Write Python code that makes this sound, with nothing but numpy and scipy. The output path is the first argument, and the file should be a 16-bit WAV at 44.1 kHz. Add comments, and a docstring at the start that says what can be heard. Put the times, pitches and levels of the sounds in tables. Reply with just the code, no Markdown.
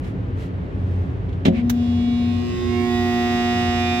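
"""Inside a rooftop furnace. Wind and machinery rumble throughout; a hand and sleeve brush the wires. At 1.45 s
a contactor slams in and the steel cabinet booms. The stalled inducer motor starts to hum and buzz at twice the
mains rate, and at 1.7 s a small relay snaps. From 2.1 to 3.4 s the microphone swings from the control box to
the motor, through its standing waves; the sleeve rustles again at 3.6 s."""
import sys
import numpy as np
from scipy import signal
from scipy.fft import rfft, irfft
from scipy.io import wavfile
from scipy.ndimage import uniform_filter1d

SR = 44100
rng = np.random.default_rng(int(sys.argv[2]) if len(sys.argv) > 2 else 0)


def dump(signal):
    """Clip the signal to [-1, 1] and save it as 16-bit WAV at the path in sys.argv[1]."""
    limited = np.clip(np.atleast_2d(signal).T, -1, 1)
    pcm = np.round(limited * 32767).astype(np.int16)
    wavfile.write(sys.argv[1], SR, pcm)


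N = 176400
TIME, FREQS = np.arange(N) / SR, np.arange(N // 2 + 1) * SR / N
BUZZ_HZ, POWER_ON_S = 119.95, 1.46
LEFT, SPLIT = np.array([[1], [0]]), np.array([[.5], [-.5]])

# Path to the motor. Each row: time in seconds, buzz gain in dB, distance to go in metres.
MIC_PATH = [(1.5, -3, 1), (2.1, 0, 1), (2.35, -1, .75), (2.65, -2, .42), (2.95, -1.5, .14), (3.4, 0, 0),
            (4.0, 0, 0)]
# Buzz loss at the control box. Each row: frequency in Hz, loss in dB.
FAR_LOSS = [(900, 18), (1400, 21.5), (3800, 11.5), (12000, 16.5)]
# Antinodes crossed. Each row: middle in seconds, length in seconds, multiple of BUZZ_HZ, level in dB.
ANTINODES = [(2.0, .7, 28, -51), (2.1, 1.2, 24, -55), (2.12, .4, 29, -56), (2.12, .5, 19, -53),
             (2.15, .4, 32, -55), (2.2, 1.0, 35, -58), (2.52, .3, 22, -50), (2.64, .45, 30, -46),
             (2.76, .3, 18, -43), (2.78, .3, 23, -45), (2.95, .35, 42, -53), (2.82, .2, 19, -47),
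             (2.93, .25, 29, -47), (2.96, .2, 32, -47), (3.65, .75, 24, -45.5), (3.8, .9, 43, -56),
             (3.9, .3, 21, -46), (3.92, .45, 20, -38.5), (3.95, .45, 30, -41)]
# Buzz balance. Each row: frequency in Hz, left minus right in dB.
BUZZ_PAN = [(500, -1.5), (2000, -14.5), (4500, -3), (6000, -1.5), (7500, 2), (15000, 3)]
def lamination_buzz(pattern_m=.236, diffuse_hz=1470, beam_above_hz=10000, hop=147):
    """Laminations chatter every half cycle; each partial fades in and out along the microphone's path."""
    level_db, to_go_m = in_time(MIC_PATH)[:, ::hop]
    beam_db = 5 * swell(3.1, .93)[::hop]  # the microphone crosses a narrow treble beam
    settled = np.exp(-(np.minimum(to_go_m, 1 - to_go_m) / pattern_m) ** 4)  # 1 at either end of the path
    mains = np.exp(1j * np.pi * BUZZ_HZ * TIME)
    out, wave = np.zeros((2, N)), np.ones(N, complex)
    for harmonic in range(1, 263):
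        wave, hz = wave * mains, harmonic * BUZZ_HZ / 2
        if (harmonic < 14 and harmonic != 8) or harmonic in (18, 32):  # room for the hum
            continue
        slant, offset = rng.uniform(-1, 1, (2, 2, 4, 1))
        echoes = np.exp(1j * np.pi * (slant * to_go_m / pattern_m + offset)).sum(1) / 2
        apart_rad = min(hz / diffuse_hz, np.pi / 2) * rng.choice([-1, 1]) * (1 + rng.uniform(-.26, .59))
        direct = np.exp(1j * (2 * np.pi * rng.random() + apart_rad * LEFT))
        flutter = 3 * uniform_filter1d(rng.standard_normal((2, len(to_go_m))), size=9)
        field = settled * direct + np.sqrt(1 - settled ** 2) * echoes
        path_db = level_db - at_hz(FAR_LOSS, hz) * to_go_m + (hz > beam_above_hz) * beam_db
        peaks = sum(from_db(db) * swell(s, length)[::hop]
                    for s, length, multiple, db in ANTINODES if 2 * multiple == harmonic)
        gain = field * from_db(partial_db(harmonic) + path_db)
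        gain += direct * peaks * panned(at_hz(BUZZ_PAN, hz))
        gain *= 1 + .07 * flutter
        step = np.diff(gain, append=gain[:, -1:])
        glide = gain[..., None] + step[..., None] * np.linspace(0, 1, hop, endpoint=False)
        out += np.sqrt(2) * (glide.reshape(2, -1)[:, :N] * wave).real
    return out

# Partials beside the motor. Each row: multiple of BUZZ_HZ, left level in dB, right level in dB.
PARTIALS = [(4, -48, -50), (7, -44, -43), (8, -48, -50), (10, -46, -39), (11, -44, -46), (12, -47, -45),
            (13, -55, -43), (14, -48, -43), (15, -45, -45), (17, -48, -42), (18, -46, -43), (19, -48, -44),
            (20, -53, -43), (21, -47, -39), (22, -46, -44), (23, -54, -39), (24, -46, -41), (25, -66, -54),
            (26, -51, -46), (27, -49, -43), (28, -58, -48), (29, -48, -43), (30, -52, -41), (31, -53, -49),
            (32, -51, -43), (33, -58, -48), (41, -54, -49), (42, -53, -47), (43, -52, -47)]
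# Envelope of the high partials. Each row: frequency in Hz, level in dB.
TREBLE = [(4000, -53.5), (5150, -56.5), (5700, -62.5), (6300, -56), (6900, -71.5), (7500, -67.5),
          (8500, -70), (9300, -86), (11200, -79), (15800, -78.5)]
# Random scatter of partial levels. Each row: frequency in Hz, spread in dB.
SCATTER = [(4000, 3), (7500, 6), (11000, 4)]
def partial_db(harmonic):
    """Left and right level of a mains harmonic at the motor; unequal half cycles give the odd ones."""
    hz = harmonic * BUZZ_HZ / 2
    for multiple, left, right in PARTIALS:
        if 2 * multiple == harmonic:
            return np.array([[left], [right]])
    typical = [(multiple * BUZZ_HZ, (left + right) / 2) for multiple, left, right in PARTIALS]
    db = at_hz(typical if hz < TREBLE[0][0] else TREBLE, hz)
    db += harmonic % 2 * at_hz([(3000, -19), (12000, -1)], hz)
    return db + at_hz(SCATTER, hz) * rng.standard_normal() + at_hz(BUZZ_PAN, hz) * SPLIT

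# Hiss spectrum. Each row: frequency in Hz, relative density in dB.
HISS = [(200, -13.5), (700, 3.5), (1200, -9.5), (2500, -4.5), (4500, -5), (6500, -13.5), (8500, -18.5),
        (15800, -26.5)]
def lamination_hiss(level_db=-44, loss_db_per_m=8):
    """The chattering laminations hiss in pulses, louder near the motor."""
    _, to_go_m = in_time(MIC_PATH)
    pulsing = 1 + .45 * np.cos(2 * np.pi * BUZZ_HZ * TIME)
    hiss = noise(HISS, at_hz(BUZZ_PAN, FREQS) * SPLIT)
    return from_db(level_db - loss_db_per_m * to_go_m) * pulsing * hiss

# Hum tones along the path. Each row: time in seconds, left level in dB, right level in dB.
HUM_240_HZ = [(1.53, -23, -30), (1.65, -18, -21), (2.25, -18, -21), (2.4, -21, -28), (2.5, -24, -35),
              (2.65, -35, -23), (2.8, -28, -20), (3.2, -24, -20), (3.93, -27, -23)]
HUM_360_HZ = [(1.6, -50, -54), (2.25, -44, -43), (2.45, -43, -30), (2.6, -32, -25), (2.8, -26, -23),
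              (3.1, -26, -27), (3.93, -30, -32)]
HUM_720_HZ = [(1.75, -45, -49), (2.1, -39, -50), (2.45, -40, -53), (2.62, -42, -38), (2.8, -46, -31),
              (3.0, -32, -28), (3.2, -27, -28), (3.93, -26, -26)]
# Whines along the path. Each row: time in seconds, level in dB.
WHINE_1080_HZ = [(1.6, -65), (2.2, -52), (2.55, -45), (2.8, -38), (3.1, -42), (4.0, -44)]
WHINE_1920_HZ = [(1.6, -64), (2.2, -57), (2.6, -46), (2.78, -46), (2.95, -35), (3.6, -34), (4.0, -39)]
# Nodes crossed. Each row: middle in seconds, length in seconds, multiple of BUZZ_HZ.
NODES = [(2.2, .8, 3), (2.57, .4, 2), (2.58, .55, 6)]
def housing_hum(whine_pan_db=-4.5, left_lead_s=.00011, rise_s=.024):
    """Magnetic pull shakes the motor housing: three low tones and two whines."""
    pan_db = whine_pan_db * SPLIT
    tones = [(2, in_time(HUM_240_HZ)), (3, in_time(HUM_360_HZ)), (6, in_time(HUM_720_HZ)),
             (9, in_time(WHINE_1080_HZ) + pan_db), (16, in_time(WHINE_1920_HZ) + pan_db)]
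    out = 0
    for multiple, db in tones:
        at_node = sum(swell(s, length) for s, length, k in NODES if k == multiple)
        phase = 2 * np.pi * (multiple * BUZZ_HZ * (TIME + left_lead_s * LEFT) + rng.random())
        phase += np.pi * at_node * LEFT  # microphone ports astride a node are in antiphase
        out += from_db(db + .5 * drift(21)) * np.sqrt(2) * np.sin(phase)
    return out * power_on(rise_s)

# Armature blows. Each row: start in seconds, clack level in dB, thump level in dB.
BLOWS = [(1.452, -22.5, -36.5), (1.456, -19, -12.5), (1.4646, -23.5, -16), (1.4715, -33.5, -12),
         (1.4762, -33, -20), (1.4825, -30.5, -10)]
# Steel cabinet modes. Each row: frequency in Hz, gain in dB, T60 in seconds.
CABINET_MODES = [(183, -4.5, .22), (218.6, -2.5, 0.68), (263, 0.5, 0.076), (335, -15.5, 0.075),
                 (360.5, -8, 0.32), (537.5, -13, 0.31), (627, -18.5, 0.18), (740, -18, 0.13)]
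# Clack and rasp spectra. Each row: frequency in Hz, relative density in dB.
CLACK = [(700, -5), (1300, -2), (2000, 2.5), (2800, 2.5), (3700, 3), (4600, -11), (6300, -12.5),
         (9300, -26.5), (15800, -30.5)]
RASP = [(1400, 0.5), (2300, 11.5), (5000, -11), (15000, -37)]
def contactor(low_cut_hz=105, left_lag_s=.00044):
    """The armature clacks and bounces, each blow setting the cabinet booming; a brief rasp follows."""
    boom = sum(from_db(thump_db + mode_db) * decay(s, t60_s) * np.sin(2 * np.pi * hz * (TIME - s))
               for s, _, thump_db in BLOWS for hz, mode_db, t60_s in CABINET_MODES)
    radiation = signal.butter(2, low_cut_hz, "high", fs=SR, output="sos")  # the booms are kept above about 105 Hz
    boom = signal.sosfilt(radiation, boom)
    boom = np.array([np.interp(TIME - left_lag_s, TIME, boom), boom])
    rasp = from_db(-38) * swell(1.577, .14) * noise(RASP)
    return boom + panned(db=-3.5) * (clicks(BLOWS, CLACK, t60_s=.055) + rasp)

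# Relay contact hits. Each row: start in seconds, level in dB.
RELAY_HITS = [(1.6965, -23), (1.698, -23), (1.7005, -28.5)]
# Snap spectrum. Each row: frequency in Hz, relative density in dB.
SNAP = [(900, -3.5), (1500, 4), (2700, -4), (3900, 0), (4700, -6.5), (6100, 0.5), (9400, -17.5),
        (11000, -8), (15800, -3.5)]
def relay():
    """The relay's contacts snap shut and bounce."""
    return panned(db=-4) * clicks(RELAY_HITS, SNAP, t60_s=.05)

# Wire ticks. Each row: start in seconds, level in dB.
WIRE_TICKS = [(.043, -44), (1.2915, -48), (1.328, -47)]
# Sleeve brushes. Each row: middle in seconds, length in seconds, level in dB.
BRUSHES = [(0.071, 0.16, -48), (0.425, 0.18, -45.5), (0.95, 0.63, -55.5), (3.593, 0.17, -42)]
# Rustle spectrum. Each row: frequency in Hz, relative density in dB.
RUSTLE = [(500, -8.5), (1700, 4), (5000, -12), (9500, -20.5), (15800, -27)]
def hand_on_wires():
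    """Hand and sleeve rustle; the wires tick."""
    rustle = sum(from_db(db) * swell(s, length) for s, length, db in BRUSHES) * noise(RUSTLE)
    return rustle * from_db(.85 * drift(60)) + clicks(WIRE_TICKS, CLACK, t60_s=.074)

# Rumble spectrum. Each row: frequency in Hz, relative density in dB.
RUMBLE = [(20, -39), (33, -28), (52, -0.5), (70, -4), (220, -13), (400, -13), (600, -22), (900, -27.5),
          (1800, -32.5), (3300, -43), (5000, -55), (15800, -79)]
# Resonant peaks in the rumble. Each row: frequency in Hz, width in Hz, boost in dB.
RUMBLE_PEAKS = [(89.9, 10.9, 15.36), (116.2, 36, 8.1), (180.8, 22, 10.3), (266, 16.7, 10.7)]
# Rumble envelope. Each row: time in seconds, level in dB.
RUMBLE_LEVEL = [(0, -24), (1.1, -23.5), (2.0, -25.5), (2.6, -27), (4.0, -28.5)]
def rooftop_rumble():
    """Wind and machinery rumble on the roof, with a few resonant peaks."""
    boost_db = sum(db / (1 + (2 * (FREQS - hz) / width) ** 2) for hz, width, db in RUMBLE_PEAKS)
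    return from_db(in_time(RUMBLE_LEVEL)) * noise(RUMBLE, boost_db)

# Stereo likeness of the noise. Each row: frequency in Hz, left-right correlation.
CORRELATION = [(130, 0.97), (290, 0.66), (640, 0.42), (1400, -0.63), (3100, 0.31), (15000, -0.1)]
def noise(spectrum, extra_db=0):
    """Coloured stereo noise of rms 1, alike in the bass and diffuse in the treble."""
    mid, side = rfft(rng.standard_normal((2, N)))
    alike = at_hz(CORRELATION, FREQS)
    stereo = np.sqrt(1 + alike) * mid + np.sqrt(1 - alike) * side * [[1], [-1]]
    out = irfft(stereo * from_db(at_hz(spectrum, FREQS) + extra_db), N)
    return out / out.std()

def clicks(hits, spectrum, t60_s, tail_db=-23.5, tail_t60_s=.25):
    """Hard contacts excite a dense, short ring and a faint tail in the control box."""
    power = sum(from_db(db) ** 2 * (decay(s, t60_s) ** 2 + (from_db(tail_db) * decay(s, tail_t60_s)) ** 2)
                for s, db, *_ in hits)
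    return np.sqrt(power) * noise(spectrum)

def decay(start_s, t60_s, rise_s=.001):
    """Fast rise, exponential fall."""
    rise = np.clip((TIME - start_s) / rise_s + .5, 0, 1)
    return rise * np.exp(-np.log(1000) * np.clip((TIME - start_s) / t60_s, 0, 10))

def swell(middle_s, length_s):
    """Smooth rise and fall."""
    return np.cos(np.pi * np.clip((TIME - middle_s) / length_s, -.5, .5)) ** 2

def power_on(rise_s):
    """Ramp from 0 to 1 as the motor starts."""
    return np.clip((TIME - POWER_ON_S) / rise_s, 0, 1)

def drift(rate_hz):
    """Smooth random curve of spread 1."""
    pole = np.exp(-200 * np.pi * rate_hz / SR)
    slow = signal.lfilter([1], [1, -2 * pole, pole ** 2], rng.standard_normal(N // 100 + 1002))[1000:]
    return np.interp(TIME * SR / 100, np.arange(len(slow)), slow / slow.std())

def in_time(rows):
    """Each column of a curve at every sample."""
    times_s, *columns = np.transpose(rows)
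    return np.array([np.interp(TIME, times_s, column) for column in columns])

def at_hz(rows, hz):
    """Interpolate on a log-frequency axis."""
    points_hz, values = np.transpose(rows)
    return np.interp(np.log(np.maximum(hz, 1)), np.log(points_hz), values)

def panned(db):
    """Stereo gains for a left-minus-right level."""
    return from_db(SPLIT * db)

def from_db(db):
    """Decibels to gain."""
    return 10 ** (np.asarray(db) / 20)

def scene():
    """All sources at the microphone."""
    mix = rooftop_rumble() + hand_on_wires() + relay() + contactor() + housing_hum()
    return mix + (lamination_buzz() + lamination_hiss()) * power_on(rise_s=.35) ** 2

def record(dry):
    """Clip at full scale, then low-pass at 15.9 kHz."""
    low_pass = signal.ellip(12, .1, 90, 15900, fs=SR, output="sos")
    return signal.sosfilt(low_pass, np.clip(dry, -1, 1))

dry = scene()
out = record(dry)
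dump(out)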